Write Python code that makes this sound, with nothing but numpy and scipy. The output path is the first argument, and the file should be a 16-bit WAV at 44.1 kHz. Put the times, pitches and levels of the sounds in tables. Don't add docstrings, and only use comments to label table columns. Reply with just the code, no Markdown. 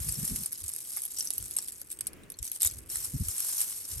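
import sys
import numpy as np
from scipy import signal
from scipy.fft import rfft, irfft
from scipy.io import wavfile

SR = 44100
rng = np.random.default_rng(int(sys.argv[2]) if len(sys.argv) > 2 else 0)


def wav_out(sig):
    wavfile.write(sys.argv[1], SR, np.round(np.clip(np.atleast_2d(sig).T, -1, 1) * 32767).astype(np.int16))


N = 176400
CONTACT_SAMPLES, ATTACK_S = 2048, 0.0004
IMPACT_SPAN_S = 0.005
MODE_SPREAD = 0.05


def undb(db):
    return 10 ** (np.asarray(db) / 20)


def unit(x):
    return x / np.sqrt(np.sum(x ** 2, axis=-1, keepdims=True) + 1e-20)


def fade(t60, size):
    return np.exp(-np.log(1000) * np.arange(size) / SR / t60)


def gains(points, size):
    hz, db = np.array(points, float).T
    return undb(np.interp(np.log(np.fft.rfftfreq(size, 1 / SR) + 1), np.log(hz), db))


def colour(x, points):
    size = x.shape[-1]
    cepstrum = irfft(np.log(gains(points, size)), size)
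    cepstrum[1:size // 2] *= 2
    cepstrum[size // 2 + 1:] = 0
    return irfft(rfft(x) * np.exp(rfft(cepstrum)), size)


def add(out, x, start_s):
    i = int(np.clip(start_s * SR, 0, N - 1))
    out[..., i:i + x.shape[-1]] += x[..., :N - i]


def widen(mid, side):
    return np.array([mid + side, mid - side])


def tone(hz, t60):
    t = np.arange(4 * CONTACT_SAMPLES) / SR
    return np.sin(2 * np.pi * hz * t) * fade(t60, len(t))


def burst(spectrum, t60):
    rise = 1 - np.exp(-np.arange(CONTACT_SAMPLES) / SR / ATTACK_S)
    noise = rng.standard_normal(CONTACT_SAMPLES)
    return unit(colour(noise * rise * fade(t60, CONTACT_SAMPLES), spectrum))


def shell(main_hz, ring_db, crack_db):
    # frequency_hz, level_db
    contact_spectrum = [(300, -31.5), (800, -28), (2000, -24.5), (3400, -21.5), (4500, -16.5),
                        (5600, -13.5), (6900, -13), (8000, -5), (9500, -3), (11000, 4.5), (11700, -2),
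                        (12500, -8), (14000, -16.5), (15800, -24)]
    # ratio_to_main_mode, level_db, t60_s
    modes = [(1, 4, 0.0048), (1.02, -11.5, .026), (0.93, -6, 0.01), (.8, -11, 0.013), (1.36, -10, 0.014),
             (0.54, -13, 0.0096)]
    t, ring = np.arange(CONTACT_SAMPLES) / SR, 0
    for k, (ratio, db, t60) in enumerate(modes):
        detune, strength, phase = rng.standard_normal(3)
        hz = main_hz * ratio * (1 + MODE_SPREAD * detune * (k > 1))
        envelope = undb(db + 2 * strength) * fade(t60, CONTACT_SAMPLES)
        ring = ring + envelope * np.sin(2 * np.pi * (hz * t + phase))
    rise = 1 - np.exp(-t / ATTACK_S)
    ring = unit(colour(ring * rise, contact_spectrum))
    crack = burst(contact_spectrum, t60=0.0063)
    return unit(undb(ring_db) * ring + undb(crack_db) * crack)


def place(hit):
    # frequency_hz, gain_db
    scatter_response = [(500, 3.5), (3000, 4), (6500, 0), (9000, -13.5), (16000, -10.5)]
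    size = CONTACT_SAMPLES
    decay = fade(0.024, size) + undb(-8) * fade(0.096, size)
    echoes = colour(unit(rng.standard_normal((2, size)) * decay), scatter_response)
    scattered = irfft(rfft(echoes, 2 * size) * rfft(hit, 2 * size))[:, :size]
    pan_db = 2 * rng.standard_normal()
    return hit * undb(np.array([[pan_db], [-pan_db]]) / 2) + scattered


def rustle():
    # time_s, level_db
    sifting = [(0, -37.5), (.1, -39), (.25, -36), (.42, -38.5), (.51, -46), (.6, -44.5), (.68, -42),
               (.8, -44.5), (.9, -41.5), (.97, -38.5), (1.06, -42.5), (1.12, -45), (1.19, -38), (1.29, -43),
               (1.4, -44), (1.48, -44.5), (1.72, -44.5), (1.8, -51), (1.88, -58.5), (1.92, -45),
               (1.97, -57.5), (2.08, -58), (2.11, -64), (2.27, -81)]
    # time_s, level_db
    dropping = [(2.29, -70), (2.33, -63), (2.375, -66), (2.415, -51), (2.45, -39), (2.5, -49.5),
                (2.55, -40), (2.595, -55), (2.612, -34.5), (2.67, -31), (2.69, -43), (2.78, -47.5),
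                (2.88, -60)]
    # time_s, level_db
    digging = [(2.9, -37.5), (2.93, -36.5), (2.955, -34.5), (3, -40), (3.05, -35), (3.1, -44.5),
               (3.22, -41), (3.3, -36.5), (3.44, -34.5), (3.49, -30.5), (3.56, -35), (3.61, -29),
               (3.66, -36.5), (3.72, -36), (3.8, -40), (3.87, -45.5), (3.92, -37), (3.96, -41.5),
               (4, -40.5)]
    # cumulative_share, pitch_hz
    sizes = [(0, 5260), (0.05, 6775), (0.199, 8240), (.48, 9290), (.58, 10500), (1, 11650)]
    # frequency_hz, gain_db
    bed_response = [(1500, 2), (3200, 0), (5000, 0.5), (10000, -1)]
    hand_per_s, bed_per_s, reference_db = 1000, 2800, -40
    hand_pitch, bed_pitch = 0.98, 1.05
    t = np.arange(N) / SR
    in_hand = (t > 0.48) & (t < 2.89)
    stir_db = np.interp(t, *np.array(sifting + dropping + digging).T)
    cluster_db = np.where(in_hand, 0.8, 1.4)
    stir_db += cluster_db * signal.resample(rng.standard_normal(480), N)
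    rate = np.where(in_hand, hand_per_s, bed_per_s) * undb(stir_db - reference_db) ** 0.5
    pitches = np.interp(rng.random(size=150), *np.array(sizes).T)
    loose = [place(shell(hz * hand_pitch, ring_db=-6, crack_db=-2.5)) for hz in pitches]
    packed = [place(colour(shell(hz * bed_pitch, ring_db=-4, crack_db=-4), bed_response))
              for hz in pitches]
    which = rng.integers(len(pitches), size=N)
    excess = rng.exponential(size=N)
    hand_force = unit(undb(np.minimum(4.5 * excess, 13.5)))
    bed_force = unit(undb(np.minimum(2.5 * excess, 13)))
    strength = np.where(in_hand, hand_force, bed_force) * np.sqrt(N * SR / rate) * undb(stir_db + 1.5)
    out = np.zeros((2, N))
    for i in np.flatnonzero(rng.random(N) < rate / SR):
        add(out, strength[i] * (loose if in_hand[i] else packed)[which[i]], t[i])
    return out


def surf():
    # frequency_hz, level_db
    spectrum = [(25, -4), (70, 6.5), (200, -0.5), (350, 2), (550, -7), (780, -14.5), (1400, -12),
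                (2600, -12.5), (4000, -26.5), (8000, -23.5), (16000, -29)]
    wash = np.sqrt(N) * unit(colour(rng.standard_normal((2, N)), spectrum))
    level_db = -61 + 3.2 * signal.resample(rng.standard_normal(size=16), N)
    mid, side = wash * undb(level_db)
    return widen(mid, undb(-4) * side)


def buffets():
    # centre_s, sigma_s, level_db, upper_edge_hz
    puffs = [(.01, 0.014, -37, 118), (0.088, 0.026, -38.5, 167), (0.187, 0.0097, -37.5, 207),
             (0.232, 0.015, -37.5, 230), (0.327, 0.016, -36, 238), (0.398, 0.025, -46.5, 184),
             (0.644, 0.02, -48, 93), (1.427, 0.027, -48.5, 119), (2.413, 0.0092, -41.5, 92),
             (2.664, 0.011, -40, 92.6), (2.762, 0.051, -49, 133), (3.006, 0.1, -54.5, 116),
             (3.155, 0.0098, -29.5, 218), (3.215, 0.01, -28.5, 167), (3.264, 0.025, -41, 99.5),
             (3.974, 0.033, -43, 122.5)]
    lower_edge_hz, size = 45.4, 8 * CONTACT_SAMPLES
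    out = np.zeros((2, N))
    for centre_s, sigma_s, db, upper_edge_hz in puffs:
        start_s = max(centre_s - size / SR / 2, 0)
        t = start_s + np.arange(size) / SR
        swell = np.exp(-0.5 * ((t - centre_s) / sigma_s) ** 2)
        band = signal.butter(4, [lower_edge_hz, upper_edge_hz], "band", fs=SR, output="sos")
        air = signal.sosfilt(band, rng.standard_normal((2, 2 * size)))[:, size:]
        mid, side = unit(air * swell) * np.sqrt(np.sum(swell ** 2)) * undb(db + 1)
        add(out, widen(mid, undb(-11.5) * side), start_s)
    return out


def clicks():
    # start_s, level_db, pitch_hz
    strikes = [(.088, -29, 10930), (0.0924, -28, 8760), (.1238, -29.5, 7760), (0.253, -29.5, 9100),
               (0.278, -27.5, 10800), (.36, -27.5, 11160), (.435, -32, 11900), (0.4599, -28, 9150),
               (0.4623, -28.5, 11100), (0.523, -34.5, 11600), (0.53, -28.5, 11370), (.6404, -35, 8330),
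               (0.681, -31, 7940), (0.6923, -32.5, 11130), (0.737, -32.5, 8830), (.7628, -30.5, 11300),
               (.9655, -31.5, 10900), (0.9713, -29.5, 11200), (1.0198, -31, 9880), (1.038, -33, 11200),
               (1.0529, -29, 11330), (1.061, -35, 11560), (1.1736, -38, 5730), (1.1861, -31, 6070),
               (1.199, -29.5, 9120), (1.207, -29, 5720), (1.253, -33, 10700), (1.2728, -33.5, 6000),
               (1.305, -24.5, 10900), (1.3361, -31, 8100), (1.3809, -25, 11240), (1.4264, -34.5, 8260),
               (1.5104, -32, 10840), (1.565, -28.5, 11100), (1.568, -23, 8300), (1.579, -35, 9100),
               (1.5867, -27, 8340), (1.586, -31, 5480), (1.625, -38, 7660), (1.684, -31.5, 10300),
               (1.8162, -35, 11500), (1.903, -41, 8400), (1.916, -34, 8340), (1.9275, -35.5, 10840),
               (1.9893, -39.5, 8450), (2.009, -27, 8250), (2.0692, -27.5, 9130), (2.074, -31.5, 10700),
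               (2.1325, -44.5, 11050), (2.235, -53.5, 8460), (2.3016, -36.5, 10900), (2.3201, -38.5, 11240),
               (2.3406, -54.5, 4420), (2.3889, -37, 7420), (2.4284, -30, 9850), (2.477, -39, 6310),
               (2.517, -27.5, 11300), (2.5612, -35.5, 9600), (2.6047, -34.5, 9000), (2.6196, -23, 8900),
               (2.6206, -25, 11200), (2.631, -20, 8130), (2.6485, -20.5, 11500), (2.655, -31, 8700),
               (2.66, -27, 6800), (2.6642, -26, 7630), (2.6733, -24, 8750), (2.712, -37.5, 8150),
               (2.894, -42, 9500), (2.9569, -27, 8200), (3.2846, -26.5, 10270), (3.382, -29.5, 8150),
               (3.404, -25, 10930), (3.6052, -25, 11450), (3.6146, -24, 8370)]
    # frequency_hz, level_db
    knock_spectrum = [(150, -20), (500, 1.5), (1000, -10), (2200, 1), (4000, 7.5), (7000, 1.5),
                      (14000, -41)]
    graze_db, graze_lead_s = -25, 0.0026
    bounce_db, bounce_lag_s = -17.5, 0.0044
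    out = np.zeros((2, N))
    for start_s, db, hz in strikes:
        falls_freely = 1.5 < start_s < 2.72
        knock_db = (-43 if falls_freely else -67) + 0.4 * db
        click = undb(db) * shell(hz, ring_db=0.5, crack_db=-4.5)
        knock = undb(knock_db) * burst(knock_spectrum, t60=0.0055)
        hit = (click + knock) * np.sqrt(IMPACT_SPAN_S * SR)
        add(out, place(hit) * undb(graze_db), start_s - graze_lead_s * rng.uniform(0.65, 1.2))
        add(out, place(hit), start_s - ATTACK_S)
        add(out, place(hit) * undb(bounce_db), start_s + bounce_lag_s * rng.uniform(0.45, 1.6))
    return out


def hollow_knocks():
    # start_s, level_db
    knocks = [(0.9709, -45), (0.9813, -52), (1.587, -48.5), (2.651, -43), (2.956, -46)]
    # pitch_hz, level_db, t60_s
    modes = [(875, -8, 0.023), (1230, 2.5, 0.008), (1740, 5, 0.0048), (2200, 4, 0.01)]
    out = np.zeros((2, N))
    for start_s, db in knocks:
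        body = 0
        for hz, mode_db, t60 in modes:
            polarity = rng.choice([-1, 1])
            detune = 1 + MODE_SPREAD * rng.standard_normal()
            body = body + undb(mode_db) * polarity * tone(hz * detune, t60)
        knock = unit(place(unit(body[:CONTACT_SAMPLES])))
        add(out, knock * undb(db) * np.sqrt(IMPACT_SPAN_S * SR), start_s)
    return out


def rings():
    # start_s, level_db, pitch_hz, t60_s
    free_shells = [(1.917, -40, 8200, 0.14), (1.99, -42, 8500, 0.042), (2.0097, -58, 8200, 0.17),
                   (2.6308, -36, 3700, 0.093), (2.6726, -33, 3760, 0.036)]
    overtone_ratio, overtone_db = 1.9, -8
    out = np.zeros(N)
    for start_s, db, hz, t60 in free_shells:
        ring = tone(hz, t60) + undb(overtone_db) * tone(hz * overtone_ratio, t60)
        add(out, undb(db) * ring, start_s)
    return out


def at_ports(x):
    # frequency_hz, left_lead_rad
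    port_phase = [(0, 0.5), (2500, 1.04), (5000, 1), (6500, 0.1), (7400, 0.5), (8200, 1.2), (10200, -3),
                  (12100, -6.5), (13500, -13), (14300, -7), (15200, -17)]
    # frequency_hz, left_minus_right_db
    balance = [(1000, -1.5), (3000, 2), (7000, 2), (9000, 0), (16000, -0.5)]
    phase = np.interp(np.fft.rfftfreq(N, 1 / SR), *np.array(port_phase).T)
    left = np.sqrt(gains(balance, N)) * np.exp(0.5j * phase)
    return irfft(rfft(x) * np.array([left, 1 / left]), N)


def scene():
    shells = clicks() + rings() + hollow_knocks() + rustle()
    return at_ports(shells) + buffets() + surf()


def record(dry):
    cutoff_hz = 16200
    return signal.sosfilt(signal.ellip(10, 0.2, 80, cutoff_hz, fs=SR, output="sos"), dry)


dry = scene()
out = record(dry)
wav_out(out)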